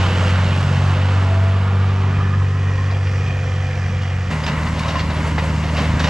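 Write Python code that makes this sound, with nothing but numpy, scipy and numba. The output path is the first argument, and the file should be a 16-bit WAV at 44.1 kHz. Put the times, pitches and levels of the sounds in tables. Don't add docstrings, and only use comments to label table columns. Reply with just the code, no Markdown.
import sys
import numpy as np
from scipy import signal
from scipy.fft import rfft, irfft, next_fast_len
from scipy.io import wavfile
from scipy.ndimage import uniform_filter1d
from numba import njit

SR = 44100
rng = np.random.default_rng(int(sys.argv[2]) if len(sys.argv) > 2 else 0)


def generate_wav(signal):
    frames = np.transpose(np.atleast_2d(signal))
    scaled = np.clip(frames, -1, 1) * 32767
    pcm = np.round(scaled).astype(np.int16)
    wavfile.write(sys.argv[1], SR, pcm)


N = 268569
BINS = next_fast_len(N)
CUT_S = 4.307

# [t/s, firing rate f/Hz, firing tone level/dB]
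FIRING_NOTE = [
    [(0, 91.95, -17.5), (.3, 91.9, -16.5), (.8, 93.46, -17), (1.38, 95.04, -14.5), (2, 95.66, -16),
     (3, 95.1, -19), (3.5, 93.6, -20), (3.95, 92.46, -21.5), (4.3, 91.6, -22)],
    [(4.31, 77.36, -30), (4.48, 76.63, -25), (4.8, 78.76, -24), (5.15, 77.43, -23), (5.45, 77.4, -21.5),
     (6.09, 76.7, -21)],
]
# [multiple of the six-firing cycle, away level/dB, coming level/dB re firing tone]
STEADY_OVERTONES = [(3, -29, -26.5), (9, -17, -14), (10, -31, -23), (11, -35, -21), (12, -26, -3),
                    (14, -35.5, -21), (15, -29, -16), (16, -36.5, -19), (18, -41, -17.5), (24, -42.5, -44),
                    (33, -39.5, -34), (40, -50.5, -43), (42, -43, -25.5)]
# [multiple, centre t/s, half length t/s, peak level/dB]
PIPE_BEAMS = [(9, 0.78, 0.25, -22), (9, 2.25, 0.49, -34.5), (9, 3.6, 0.99, -31.5), (12, 0.23, 0.72, -31.5),
              (12, 1.85, 0.55, -34), (12, 4.404, 0.2, -32), (24, 2.04, 0.31, -40.5), (24, 3.3, 0.89, -48),
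              (18, 2.25, .6, -49.5), (33, 0.2, 0.15, -37.5), (33, 0.99, 0.22, -41.5), (33, 3.52, 0.76, -41),
              (10, 0.25, 0.56, -32), (11, 0.32, 0.75, -36), (15, 0.59, .6, -40.5), (18, 1.1, 0.28, -39.5),
              (18, 3.2, 0.81, -49), (40, 0.69, 0.45, -42.5), (42, 0.2, 0.11, -37), (42, 1.42, 0.22, -34)]
# [multiple, level/dB re firing tone]
WEAK_ORDERS_AWAY = [(1, -45.5), (4, -29), (8, -26.5), (16, -27), (20, -50), (26, -38), (34, -43)]
WEAK_ORDERS_COMING = [(1, -45.5), (4, -30), (8, -17.5), (14, -16.5), (17, -26.5), (24, -27)]
FLUTTER_DB, JITTER_RAD = .035, .009
EVEN_DB, THIRD_DB = 4.5, 3
ORDER_SCATTER_DB = 2
UPPER_FADE_DB_PER_S = 0.5

# [t/s, level/dB]
RUSH_LEVEL = [
    [(0.0, -24), (.35, -25.5), (.7, -26.5), (1.3, -28.5), (1.9, -30), (2.53, -34), (3.2, -32), (3.8, -32.5),
     (4.3, -33)],
    [(4.31, -24.5), (4.4, -28.5), (4.78, -28.5), (4.958, -26), (5.434, -27), (5.7, -27.5), (5.82, -25),
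     (5.96, -27.5), (6.09, -26)],
]
# [f/Hz, relative level/dB per Hz]
FLANK_COLOUR = [(120, -37), (200, -7.5), (258, -16.5), (289, -7.5), (452, -11), (514, -3.5), (575, -9),
                (623, -9), (830, -7.5), (1390, -9), (2430, -15), (2850, -12.5), (3560, -20), (7800, -32.5),
                (9150, -36.5), (11900, -60), (20100, -120)]
QUARTER_COLOUR = [(120, -29), (200, -19.5), (217, -17), (242, -13), (308, -36), (373, -9), (411, -11),
                  (460, -21.5), (539, -14.5), (643, -11.5), (1060, -10), (1200, -9), (2030, -18),
                  (2460, -18), (9150, -45.5), (11900, -67.5), (20100, -120)]
TAIL_COLOUR = [(120, -11), (200, -19), (284, -17), (323, -28.5), (514, -1), (613, -6), (754, 1.5),
               (885, -10.5), (1450, -11.5), (1880, 1), (2200, -19), (2430, -8.5), (3860, -19),
               (5850, -18.5), (9150, -29), (11900, -67.5), (20100, -120)]
NOSE_COLOUR = [(120, -10), (200, -1.5), (267, -8), (356, -14.5), (467, -13.5), (531, -9), (792, -17),
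               (944, -10), (1530, -16.5), (2070, -15), (2500, -21.5), (2850, -19.5), (3340, -27),
               (7670, -35), (9150, -38.5), (11900, -61), (20100, -120)]
# [f/Hz, relative level/dB per Hz]
RUMBLE_COLOUR = [(15, -24), (30, -2), (55, 4), (110, 3.5), (200, -1), (300, -13), (500, -37), (2000, -110)]
# [f/Hz, width f/Hz before widening, relative level/dB]
PIPE_RESONANCES = [(499, 62, -1.5), (702, 160, -7.5), (1253, 225, -7.5), (1753, 155, -6.5),
                   (1946, 117, -8.5), (2420, 74, -4), (3010, 125, -10.5), (3180, 134, -12.5),
                   (4810, 260, -20.5), (5690, 270, -20)]
# [centre t/s, half length t/s, peak level/dB]
RUMBLE_HEAVES = [(0.4, 0.57, -36.5), (2.296, 0.21, -32.5), (3.606, 0.99, -34), (4.7, 0.75, -37.5),
                 (5.932, 0.1, -29)]
# [centre t/s, half length t/s, peak level/dB, f/Hz]
HOLLOW_ROARS = [(1.3, 0.57, -43, 1350), (2.12, 0.54, -36.5, 1200), (2.65, 0.39, -37.5, 1070),
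                (2.3, 0.34, -43, 1720), (2.75, .3, -40, 1880), (3.4, .8, -47.5, 2420),
                (4.64, 0.15, -40, 1020), (4.55, .25, -42.5, 2000), (4.91, 0.17, -34.5, 1050),
                (5.35, 0.39, -39.5, 982)]
TURN_FROM_S, TURN_TO_S, TURN_END = 0.61, 2.74, 0.9
PIPE_DRIFT, PIPE_WANDER_DB, PIPE_WIDENING = .008, 1.4, 1.9
RUMBLE_DB, RUMBLE_FLICKER_DB = -39.5, 1.6
ROAR_FLUTTER_DB, NOSE_SWELL_DB = 2.8, 1.1

# [t/s, nominal peak level/dB, brightness/dB per two octaves, loudest pitch f/Hz, grind length t/s]
CLANKS_AND_CUT_CLICK = [(2.9094, -24, -14, 4750, 0.015), (3.068, -20, -17.5, 3187, 0.008),
                        (3.271, -25, -19, 2430, 0.014), (4.018, -27.5, -4, 3000, 0.016),
                        (4.311, -22.5, -18, 1930, .02), (4.323, -20.5, -18.5, 1990, .025),
                        (4.437, -20, -8, 5000, 0.011), (4.464, -13.5, -11, 5140, .009),
                        (4.476, -14.5, -15, 2950, 0.022), (4.488, -19, -13.5, 1800, .008),
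                        (4.515, -29, -9, 5000, .02), (4.624, -28, -11, 2000, 0.024),
                        (4.665, -18.5, -17, 1990, 0.015), (4.79, -20.5, -6.5, 7900, 0.018),
                        (4.832, -19.5, -13, 3954, 0.0085), (4.881, -19, -9, 3860, 0.018),
                        (4.955, -17, -17.5, 1800, 0.022), (4.983, -20, -8, 2910, 0.011),
                        (4.992, -17, -13.5, 4296, .018), (5.002, -16, -16.5, 1840, .012),
                        (5.098, -18, -20, 2076, 0.01199), (5.105, -17, -21, 3900, .012),
                        (5.379, -10, -24, 5554, 0.012), (5.385, -12.5, -18, 2010, 0.011),
                        (5.691, -18, -21, 2154, .008), (5.745, -23, -16, 2757, .012),
                        (5.768, -19.5, -9, 2400, 0.007004), (5.994, -16, -8, 2510, 0.011),
                        (6.001, -12.5, -14, 1628, 0.01), (6.041, -12.5, -14, 3830, 0.014),
                        (6.055, -26, -13, 2996, .006), (6.072, -17, -13, 3900, .01),
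                        (6.08, -12.5, -15, 3180, 0.012)]
# [f/Hz, relative level/dB, t60/s]
STEEL_MODES = [(1063, -7.5, 0.065), (1490, -12.5, 0.084), (1980, 6.5, 0.009), (2850, 3.5, 0.064),
               (3870, -3, 0.056), (4880, 4, 0.044), (5700, -9, 0.061), (7460, -6, 0.053),
               (8600, -14, 0.035)]
# [f/Hz, relative level/dB]
GRIT_COLOUR = [(300, -26), (800, -12), (2000, 5), (3500, 7.5), (5500, 6.5), (8000, -5), (9500, -32),
               (16000, -76)]
BURST_RISE_S, BURST_TAIL_S, BURST_TAIL = 0.0008, 0.048, 0.28
CRACK, CRACK_S = 0.35, 0.0012
LOUD_DB, LOUD_OCTAVES = 6, .07
BURST_CREST_DB = 11

# [t/s, level/dB]
SNOW_LEVEL = [(4.31, -45), (4.42, -39), (4.48, -38), (4.58, -54), (4.67, -42), (4.75, -39), (4.85, -34),
              (4.95, -34), (5.2, -39), (5.5, -37), (5.72, -38), (5.78, -28), (5.85, -32), (5.92, -34),
              (5.98, -33), (6.03, -25.5), (6.09, -27.5)]
# [f/Hz, relative level/dB per Hz]
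CRUSH_COLOUR = [(200, -38), (400, -12), (600, 6), (900, 2), (1500, -9), (2800, -4), (4200, -10.5),
                (6200, -17), (8500, -46), (16000, -70)]
# [t/s, level/dB before rise and decay]
ICE_SNAPS = [(4.467, -14), (4.4897, -13), (4.9555, -15), (5.003, -15), (5.387, -11), (5.398, -14),
             (5.7695, -11), (5.9955, -9), (6.0428, -8), (6.082, -11)]
SNOW_GRAINS_PER_S, SNOW_SCATTER_DB, SNOW_LUMPS_DB = 6000, 3.5, 2.5
SNAP_HZ, SNAP_T60_S, SNAP_RISE_S = 2600, .0025, .0002

# [t/s, level/dB before rise, decay and scrape, t60/s]
BLADE_RINGS = [(4.466, -18, 0.032), (4.489, -20, 0.035), (4.669, -26, 0.05), (4.802, -23, .08),
               (4.825, -24, .05), (4.855, -27, 0.062), (4.955, -15, 0.081), (4.965, -16, 0.07)]
RING_HZ = 1048
# [t/s, level/dB before rise and decay]
BANK_THUDS = [(4.503, -8.5), (5.901, -5), (5.939, -2.5)]
THUD_HZ, THUD_T60_S = 137, 0.042
# [centre t/s, peak level/dB]
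METAL_SQUEAKS = [(4.798, -43), (4.885, -49), (5.144, -45), (5.276, -43), (5.46, -49)]
SQUEAK_HZ, SQUEAK_HALF_S = 9370, 0.0091

# [f/Hz, level/dB re mid]
SIDE_WIDTH = [(30, -16), (55, -50), (150, -41), (300, -14), (1000, -15.5), (2500, -14.5), (5000, -10.5),
              (9000, -9), (14000, -8)]
# [f/Hz, away level/dB, coming level/dB]
LOW_BALANCE = [(170, 0, 0)]
BALANCE = [(320, 1, -1.6), (1200, -2.5, 0), (5000, -2, -0.33), (9000, 1, 2.5)]
# [f/Hz, phase/rad]
LEFT_LAG = [(170, 0), (400, 0), (1200, 0.29), (3360, 0.74), (6720, 0.11), (10000, 0.26)]
# [f/Hz, gain/dB]
MIC_RESPONSE = [(6500, 0.5), (8100, 0.5), (8600, -8), (9300, -4.5), (12300, 13), (13000, 4), (15500, 10)]
HISS_DB, TOP_HZ = -69, 15700


def undb(db):
    return 10 ** (np.asarray(db) / 20)


def unit(x):
    return x / np.sqrt(np.mean(x ** 2))


def seconds():
    return np.arange(N) / SR


def curves(*tables):
    s, *columns = np.transpose(np.vstack(tables))
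    return [np.interp(seconds(), s, c) for c in columns]


def along(points, column=1):
    hz = np.maximum(np.fft.rfftfreq(BINS, 1 / SR), 1)
    points = np.array(points, float)
    return np.interp(np.log(hz), np.log(points[:, 0]), points[:, column])


def colour(x, points):
    return unit(irfft(rfft(x, BINS) * undb(along(points)), BINS)[:N])


def walk(rate):
    k = int(SR / rate)
    steps = np.clip(rng.standard_normal(N // k + 1), -1.6, 1.6)
    slewed = uniform_filter1d(uniform_filter1d(np.repeat(steps, k), k), k)
    return 1.6 * slewed[:N]


def swell(s, half, db):
    return undb(db) * np.exp(-((seconds() - s) / half) ** 2)


def knock(s, db, hz, t60, rise):
    t = np.maximum(seconds() - s, 0)
    decay = np.exp(-np.log(1000) * t / t60)
    return -undb(db) * decay * np.sin(2 * np.pi * hz * t) * (1 - np.exp(-t / rise))


@njit
def svf(x, hz, width):
    y, band_state, low_state = np.empty(len(x)), 0., 0.
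    for i in range(len(x)):
        g, k = np.pi * hz[i] / SR, width / hz[i]
        g = g * (1 + g * g / 3)
        v = (band_state + g * (x[i] - low_state)) / (1 + g * (g + k))
        band_state, low_state, y[i] = 2 * v - band_state, low_state + 2 * g * v, k * v
    return y


def double_band(x, hz, width):
    hz = hz + np.zeros(N)
    return svf(svf(x, hz, float(width)), hz, float(width))


def patchy(shared_db, own_db, crunch_db):
    shared, out = walk(16), 0
    grains = undb(crunch_db * np.minimum(rng.exponential(size=N // 64 + 1), 4))
    grain_level = uniform_filter1d(np.repeat(grains, 64), 64)[:N]
    noise = rfft(rng.standard_normal(N) * grain_level, BINS)
    octave = np.log2(np.maximum(np.fft.rfftfreq(BINS, 1 / SR), 1) / 200)
    for k in range(7):
        hump = np.cos(np.pi / 2 * np.clip(octave - k, -1, 1)) ** 2
        out = out + irfft(noise * hump, BINS)[:N] * undb(shared_db * shared + own_db * walk(18))
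    return out


def weak_orders(table, cycle, firing_db, away, led):
    at, outline_db = np.transpose(table)
    tones = np.zeros(N)
    for k in range(1, int(at[-1]) + 1):
        if k in led or k == 6:
            continue
        db = np.interp(np.log(k), np.log(at), outline_db)
        db += THIRD_DB * (k % 3 == 0) + EVEN_DB * (k % 2 == 0)
        db += ORDER_SCATTER_DB * rng.standard_normal()
        db = db - UPPER_FADE_DB_PER_S * (k > 12) * away * seconds()
        drift = rng.uniform(0, 2 * np.pi) + 0.6 * walk(4)
        tones += undb(firing_db + db + 3.2 * walk(4.05)) * np.sin(k * cycle + drift)
    return tones


def exhaust(away):
    hz, firing_db = curves(*FIRING_NOTE)
    cycle = 2 * np.pi * np.cumsum(hz + .1 * walk(12)) / SR / 6
    led = {round(k): undb(firing_db + away * a + (1 - away) * c) for k, a, c in STEADY_OVERTONES}
    for k, s, half, db in PIPE_BEAMS:
        led[round(k)] = led[round(k)] + swell(s, half, db)
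    tones = undb(firing_db + .6 * walk(15)) * np.sin(6 * cycle)
    for k, size in led.items():
        flutter = undb((.2 + FLUTTER_DB * k) * walk(18))
        jitter = (.08 + JITTER_RAD * k) * walk(12)
        tones += size * flutter * np.sin(k * cycle + jitter)
    tones += away * weak_orders(WEAK_ORDERS_AWAY, cycle, firing_db, away, led)
    tones += (1 - away) * weak_orders(WEAK_ORDERS_COMING, cycle, firing_db, away, led)
    return np.sqrt(2) * tones, 6 * cycle


def tailpipe(firing):
    pulse = 1 + 0.34 * np.cos(firing) + 0.25 * np.cos(firing / 2)
    puffs = rng.standard_normal(N) * pulse * undb(0.89 * walk(25.04))
    pipe = 0
    for hz, width, db in PIPE_RESONANCES:
        centre = hz * (1 + PIPE_DRIFT * walk(3))
        level = undb(db + PIPE_WANDER_DB * walk(16))
        pipe = pipe + level * double_band(puffs, centre, PIPE_WIDENING * width)
    return unit(pipe)


def truck_rush(firing, away):
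    (level_db,) = curves(*RUSH_LEVEL)
    (turn,) = curves([(TURN_FROM_S, 0), (TURN_TO_S, TURN_END)])
    flank = colour(patchy(0.53, 0.78, 1.18), FLANK_COLOUR) * (1 + 0.089 * np.cos(firing))
    quarter = colour(patchy(0.42, 0.53, 1.2), QUARTER_COLOUR) * (1 + 0.035 * np.cos(firing))
    tail_air = colour(patchy(0.22, 0.5, 0.62), TAIL_COLOUR) * (1 + 0.17 * np.cos(firing))
    tail = unit(tail_air + undb(2) * tailpipe(firing))
    nose = colour(patchy(NOSE_SWELL_DB, 1.0, 0.36), NOSE_COLOUR)
    leaving = 0
    for at, face in ((0, flank), (.5, quarter), (1, tail)):
        leaving = leaving + np.sqrt(np.clip(1 - 2 * np.abs(turn - at), 0, 1)) * face
    return (away * leaving + (1 - away) * nose) * undb(level_db)


def ground_rumble():
    size = undb(RUMBLE_DB) + sum(swell(*row) for row in RUMBLE_HEAVES)
    flicker = undb(RUMBLE_FLICKER_DB * walk(9.9))
    return colour(rng.standard_normal(N), RUMBLE_COLOUR) * flicker * size


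def hollow_roars():
    air = rng.standard_normal(N) * undb(ROAR_FLUTTER_DB * walk(40))
    return sum(unit(double_band(air, hz, 140)) * swell(s, half, db) for s, half, db, hz in HOLLOW_ROARS)


def clanks_and_cut_click():
    out, t = np.zeros(N + SR), np.arange(SR // 4) / SR
    hz_bins = np.maximum(np.fft.rfftfreq(len(t), 1 / SR), 1)
    grit_hz, grit_db = np.transpose(GRIT_COLOUR)
    grit = undb(np.interp(np.log(hz_bins), np.log(grit_hz), grit_db))
    lead = 100
    for s, peak_db, bright_db, loud_hz, grind_s in CLANKS_AND_CUT_CLICK:
        grain_levels = undb(1.8 * rng.standard_normal(len(t) // 60 + 1))
        graininess = uniform_filter1d(np.repeat(grain_levels, 60), 30)[:len(t)]
        shape = np.exp(-(t / grind_s) ** 2) + CRACK * np.exp(-t / CRACK_S)
        shape = (1 - np.exp(-t / BURST_RISE_S)) * (shape + BURST_TAIL * np.exp(-t / BURST_TAIL_S))
        steel = 0
        for hz, db, t60 in STEEL_MODES:
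            level_chance, pitch_chance = rng.standard_normal(2)
            size = undb(db + np.clip(3 * level_chance, -6, 4)) * np.exp(-np.log(1000) * t / t60)
            steel = steel + size * np.sin(2 * np.pi * hz * (1 + 0.025 * pitch_chance) * t)
        body = grit + undb(-34.0) * rfft(steel)
        tilt_db = bright_db * np.clip(np.log2(hz_bins / 1500), -1, 2.3) / 2
        tilt_db = tilt_db + LOUD_DB * np.exp(-(np.log2(hz_bins / loud_hz) / LOUD_OCTAVES) ** 2)
        noise = np.roll(rng.standard_normal(len(t)) * graininess * shape, lead)
        burst = irfft(rfft(noise) * body * undb(tilt_db), len(t))
        burst *= np.sqrt(np.sum(shape ** 2) / np.sum(burst ** 2))
        start = max(int(s * SR) - lead, 0)
        out[start:start + len(t)] += burst * undb(peak_db - BURST_CREST_DB)
    return out[:N]


def crushed_snow(away):
    (level_db,) = curves(SNOW_LEVEL)
    sizes = undb(SNOW_SCATTER_DB * np.minimum(rng.exponential(size=N), 3))
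    grains = (rng.random(N) < SNOW_GRAINS_PER_S / SR) * rng.standard_normal(N) * sizes
    lumps = undb(SNOW_LUMPS_DB * walk(35))
    return colour(grains * lumps, CRUSH_COLOUR) * undb(level_db) * (1 - away)


def ice_snaps():
    return sum(knock(s, db, SNAP_HZ, SNAP_T60_S, SNAP_RISE_S) for s, db in ICE_SNAPS)


def blade_rings():
    rings = 0
    for s, db, t60 in BLADE_RINGS:
        hz = RING_HZ * (1 + 0.026 * rng.standard_normal())
        rings = rings + knock(s, db, hz, t60, 0.0012)
    return undb(4 * walk(250)) * rings


def thuds():
    return sum(knock(s, db, THUD_HZ, THUD_T60_S, 0.0015) for s, db in BANK_THUDS)


def squeaks():
    size = sum(swell(s, SQUEAK_HALF_S, db) for s, db in METAL_SQUEAKS)
    return size * np.sin(2 * np.pi * np.cumsum(SQUEAK_HZ + 70 * walk(170)) / SR)


def stereo(mid, balance_db):
    scatter_t = np.arange(SR // 2) / SR
    scatter = rng.standard_normal(SR // 2) * np.exp(-scatter_t / .06)
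    scatter /= np.sqrt(np.sum(scatter ** 2))
    side = mid * rfft(scatter, BINS) * undb(along(SIDE_WIDTH))
    lag = np.exp(-.5j * along(LEFT_LAG))
    pairs = []
    for db in balance_db:
        lean = undb(db / 2)
        pairs.append(irfft(np.array([(mid + side) * lag * lean, (mid - side) / lag / lean]), BINS)[:, :N])
    return pairs


def scene():
    away = np.clip((CUT_S - seconds()) / .0001, 0, 1)
    tones, firing = exhaust(away)
    truck = tones + truck_rush(firing, away) + ground_rumble() + hollow_roars()
    bursts = clanks_and_cut_click()
    plow = crushed_snow(away) + ice_snaps() + blade_rings() + thuds() + squeaks()
    balance = LOW_BALANCE + BALANCE
    balance_db = (along(balance, column=1), along(balance, column=2))
    leaving, coming = stereo(rfft(truck + bursts + plow, BINS), balance_db)
    return away * leaving + (1 - away) * coming


def record(dry):
    heard = irfft(rfft(dry, BINS) * undb(along(MIC_RESPONSE)), BINS)[:, :N]
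    heard = heard + undb(HISS_DB) * rng.standard_normal(dry.shape)
    rounded = heard / (1 + (heard / .6) ** 6) ** (1 / 6)
    top_cut = signal.ellip(8, .2, 70, TOP_HZ, fs=SR, output="sos")
    return signal.sosfilt(top_cut, rounded)


dry = scene()
out = record(dry)
generate_wav(out)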